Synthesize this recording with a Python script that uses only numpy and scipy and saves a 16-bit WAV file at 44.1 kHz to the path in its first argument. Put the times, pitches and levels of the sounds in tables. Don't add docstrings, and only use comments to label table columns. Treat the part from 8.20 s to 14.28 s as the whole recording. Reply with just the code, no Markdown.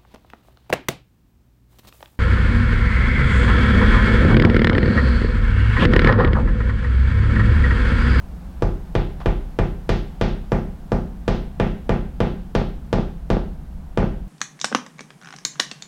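import sys
import numpy as np
from scipy import signal
from scipy.fft import rfft, irfft, next_fast_len
from scipy.io import wavfile
from scipy.ndimage import uniform_filter1d, minimum_filter1d

SR = 44100
rng = np.random.default_rng(int(sys.argv[2]) if len(sys.argv) > 2 else 0)


def unload_wav(signal):
    wavfile.write(
        sys.argv[1],
        SR,
        np.round(np.clip(np.atleast_2d(signal).T, -1, 1) * 32767).astype(np.int16),
    )


N = 268128
SIZE = 32768
HZ = np.fft.rfftfreq(SIZE, 1 / SR)
AGE = np.arange(SIZE) / SR

# freq_hz, level_db
RING_EQ = [(40, 2.5), (130, 21.5), (220, 27), (285, 25.5), (370, 29), (550, 25), (850, 21.5), (1050, 16),
           (1550, 12), (1900, 10), (2200, 4), (3300, 3), (5800, -8), (7800, -18), (13000, -30)]


def amp(db):
    return 10 ** (np.asarray(db) / 20)


def along(points, hz):
    freqs, values = np.transpose(points)
    return np.interp(np.log(hz + 1), np.log(freqs + 1), values)


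def eq(points):
    cepstrum = irfft(np.log(amp(along(points, HZ))))
    cepstrum[1:SIZE // 2] *= 2
    cepstrum[SIZE // 2 + 1:] = 0
    return np.exp(rfft(cepstrum))


def noise(points):
    size = next_fast_len(N + SIZE)
    colour = amp(along(points, np.fft.rfftfreq(size, 1 / SR)))
    x = irfft(rfft(rng.standard_normal(size)) * colour, size)[:N]
    return x / np.std(x)


def place(track, start_s, db, hit):
    fade = np.clip((AGE[-1] - AGE) * 10 - 1, 0, 1)
    part = track[round(start_s * SR):][:SIZE]
    part += (amp(db) * fade * hit)[:len(part)]


def room_tone(rumble_db=-33, air_db=-50, hiss_db=-67.5, fall_db=4):
    # freq_hz, gain_db
    rumble_eq = [(15, -7.5), (40, 0.5), (72, -2.5), (105, -25), (145, -10), (180, -9.5), (230, -18.5),
                 (320, -27.5), (600, -64)]
    air_eq = [(150, -9), (380, 1.5), (560, 0.5), (720, 3), (1100, -4), (1550, -7.5), (2100, -13.5),
              (4000, -19), (7000, -26.5)]
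    hiss_eq = [(1000, -5), (3000, 3), (7000, 4.5), (16000, -2.5)]
    sink_db = fall_db * np.arange(N) / N
    air = amp(air_db - sink_db) * noise(air_eq)
    hiss = amp(hiss_db - sink_db) * noise(hiss_eq)
    return amp(rumble_db) * noise(rumble_eq) + air + hiss


def diffuse(early_db=7, early_s=0.0078, rise_s=0.0005, smooth_hz=90):
    # freq_hz, t60_s
    decay = [(100, 0.65), (400, 0.38), (1200, 0.33), (3000, 0.46), (6000, 0.36), (11000, 0.17)]
    hz, t, bands = signal.stft(rng.standard_normal(SIZE), SR, nperseg=256)
    bands = bands * amp(-60 * t / along(decay, hz)[:, None])
    tail = signal.istft(bands, SR, nperseg=256)[1][:SIZE]
    near_walls = amp(early_db * np.exp(-AGE / early_s))
    response = rfft(tail * near_walls * (1 - np.exp(-AGE / rise_s)))
    bell = signal.windows.hann(2 * int(smooth_hz / HZ[1]) + 1)
    power = signal.convolve(np.abs(response) ** 2, bell / bell.sum(), mode="same", method="direct")
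    return response / np.sqrt(power)


def ringing(spot):
    # freq_hz, power_share
    variation = [(200, 0.05), (900, 0.03), (2200, 0.07), (5000, 0.5)]
    fresh = along(variation, HZ)
    return (np.sqrt(1 - fresh) * spot + np.sqrt(fresh) * diffuse()) * eq(RING_EQ)


def brushes(t60_s=0.28):
    # start_s, level_db
    touches = [(1.002, -13), (1.013, -13.5)]
    # freq_hz, gain_db
    light_eq = [(100, -20), (450, -10), (800, 0), (1150, 3), (1700, -2), (3000, 0), (8000, 0)]
    track = np.zeros(N)
    for start_s, db in touches:
        ring = irfft(diffuse() * eq(RING_EQ) * eq(light_eq))
        place(track, start_s, db, ring * amp(-60 * AGE / t60_s))
    return track


def thud():
    # pitch_hz, level_db, peak_s
    swings = [(109.6, -12.5, 0.0093), (196, -16.5, 0.0071)]
    hz, db, peak_s = np.transpose(swings)[:, :, None]
    swell = AGE / peak_s * np.exp(1 - AGE / peak_s)
    return rfft(np.sum(amp(db) * swell * np.sin(2 * np.pi * hz * AGE), axis=0))


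def panel_boom(scatter_db=1, rise_s=0.0056):
    # pitch_hz, level_db, t60_s
    wall_modes = [(34.54, -15.5, 0.69), (47.13, -16, 0.55), (86.7, -21, 0.44), (107.8, -18.5, 0.4),
                  (131.2, -32, 0.53), (146.9, -19.5, 0.49), (176.6, -19, 0.42), (207.2, -23.5, 0.53),
                  (236, -26.5, 0.53), (351.4, -24, 0.44), (399.6, -25, 0.39), (486.7, -18, 0.15),
                  (514, -28, 0.38), (658, -31, 0.18), (757, -43, 0.39), (843.6, -21, 0.14),
                  (870, -22.5, 0.094), (927, -33.5, 0.22), (1015, -37, 0.37), (1169, -22.5, 0.095),
                  (1320, -52, 0.18), (1850, -41, 0.32), (2400, -39, 0.18), (2690, -54, .25),
                  (3260, -57, 0.16), (3460, -54, 0.16)]
    hz, db, t60 = np.transpose(wall_modes)[:, :, None]
    polarity = np.where(hz == hz.min(), 1, -1)
    envelope = amp(db + scatter_db * rng.standard_normal(db.shape) - 60 * AGE / t60)
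    boom = np.sum(polarity * envelope * np.sin(2 * np.pi * hz * AGE), axis=0)
    return rfft(boom * (1 - np.exp(-AGE / rise_s)))


def rebounds(push, spot):
    # start_s, level_db
    bounces = [(4.4155, -4), (4.7851, 0), (5.1685, -1), (5.83, 1)]
    # freq_hz, gain_db
    soft_eq = [(60, -10), (250, 0), (1200, 0), (2500, -8), (6000, -22)]
    track = np.zeros(N)
    for start_s, db in bounces:
        knock = amp(0.5) * push + amp(-2) * thud() + amp(-8.5) * ringing(spot)
        place(track, start_s, db, irfft(knock * eq(soft_eq)))
    return track


def anchor_slip(snap_db, reach_hz, from_hz=1710, slope=6.9):
    # freq_hz, gain_db
    bare_eq = [(1260, -0.5), (2580, -5.5), (3570, -9.5), (5640, -2.5), (8000, -2.5)]
    snap_band = 1 / (1 + (from_hz / (HZ + 1)) ** slope) / (1 + (HZ / reach_hz) ** slope)
    return 10 * np.log10(amp(along(bare_eq, HZ)) ** 2 + amp(snap_db) ** 2 * snap_band)


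def steel_tick(snap_db, reach_hz, base_db=6, pivot_hz=5000, db_per_octave=7):
    # freq_hz, share_of_gain
    shelf = [(6000, 0), (10000, .2), (14000, 1)]
    tick_db = base_db + snap_db + db_per_octave * np.log2(reach_hz / pivot_hz)
    return tick_db * along(shelf, HZ)


def door_frame_echo(level_db=-9, delay_s=0.0048):
    # freq_hz, gain_db
    frame_eq = [(6000, -4), (13000, -8)]
    return amp(level_db) * eq(frame_eq) * np.exp(-2j * np.pi * HZ * delay_s)


def hammer_blows(push, spot, click_colour=0.51, boom_db=-0.5, seat_blow=4.26, seat_spread=0.91):
    # start_s, level_db, snap_db, reach_hz
    taps = [(0.423, 1.5, -9, 9000), (0.7524, 2, 3.5, 4040), (1.0596, 1, 3.5, 3330), (1.389, 2, 3, 2920),
            (1.6927, 1.5, 6.5, 9000), (2.0127, 1.5, 5, 6300), (2.3197, .5, 0.5, 2400),
            (2.7195, -0.5, -25, 9000), (3.0798, 1, 3, 7900), (3.3998, 1.5, 5, 3080), (3.694, 1, 3.5, 2800),
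            (4.0041, 1, 2, 3830), (4.3513, 0, 3.5, 6600), (4.729, 0.9, 0.5, 8700), (5.1024, 0.2, -1, 6700),
            (5.7749, 2.5, 1, 3000)]
    # freq_hz, db_per_unit_depth
    seating = [(40, -0.5), (100, -0.45), (160, 2), (230, 4), (320, -0.36), (520, 2), (1000, 1.5),
               (2600, 1.5)]
    track = np.zeros(N)
    heave, echo = thud(), door_frame_echo()
    for blow, (start_s, db, snap_db, reach_hz) in enumerate(taps):
        depth = np.tanh((blow - seat_blow) / seat_spread)
        grip = eq(np.array(seating) * [1, depth])
        slip_db = anchor_slip(snap_db, reach_hz)
        body = (heave + amp(boom_db) * panel_boom() + ringing(spot)) * eq(np.c_[HZ, slip_db])
        click_db = click_colour * slip_db + steel_tick(snap_db, reach_hz)
        click = push * (1 + echo) * eq(np.c_[HZ, click_db])
        place(track, start_s, db, irfft(grip * (click + body)))
    return track


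def limiter(x, ceiling_db=-6.6, release_db_per_s=50):
    climb = release_db_per_s * np.arange(N) / SR
    needed_db = np.minimum(0, ceiling_db - 20 * np.log10(np.abs(x) + 1e-9))
    gain_db = np.minimum.accumulate(needed_db - climb) + climb
    return x * amp(uniform_filter1d(minimum_filter1d(gain_db, size=31), size=31))


def scene():
    # freq_hz, level_db
    push_eq = [(30, 15.5), (150, 20), (450, 21.5), (800, 13), (1500, 4), (2400, -2), (4000, -5.5),
               (7000, -18), (10000, -24.5), (16000, -54)]
    push = -eq(push_eq)
    spot = diffuse()
    return (hammer_blows(push, spot) + rebounds(push, spot) + brushes() + room_tone())[None]


def record(dry, top_hz=16000):
    size = next_fast_len(N + SIZE)
    passband = np.fft.rfftfreq(size, 1 / SR) < top_hz
    return irfft(rfft(limiter(dry[0]), size) * passband, size)[None, :N]


dry = scene()
out = record(dry)
unload_wav(out)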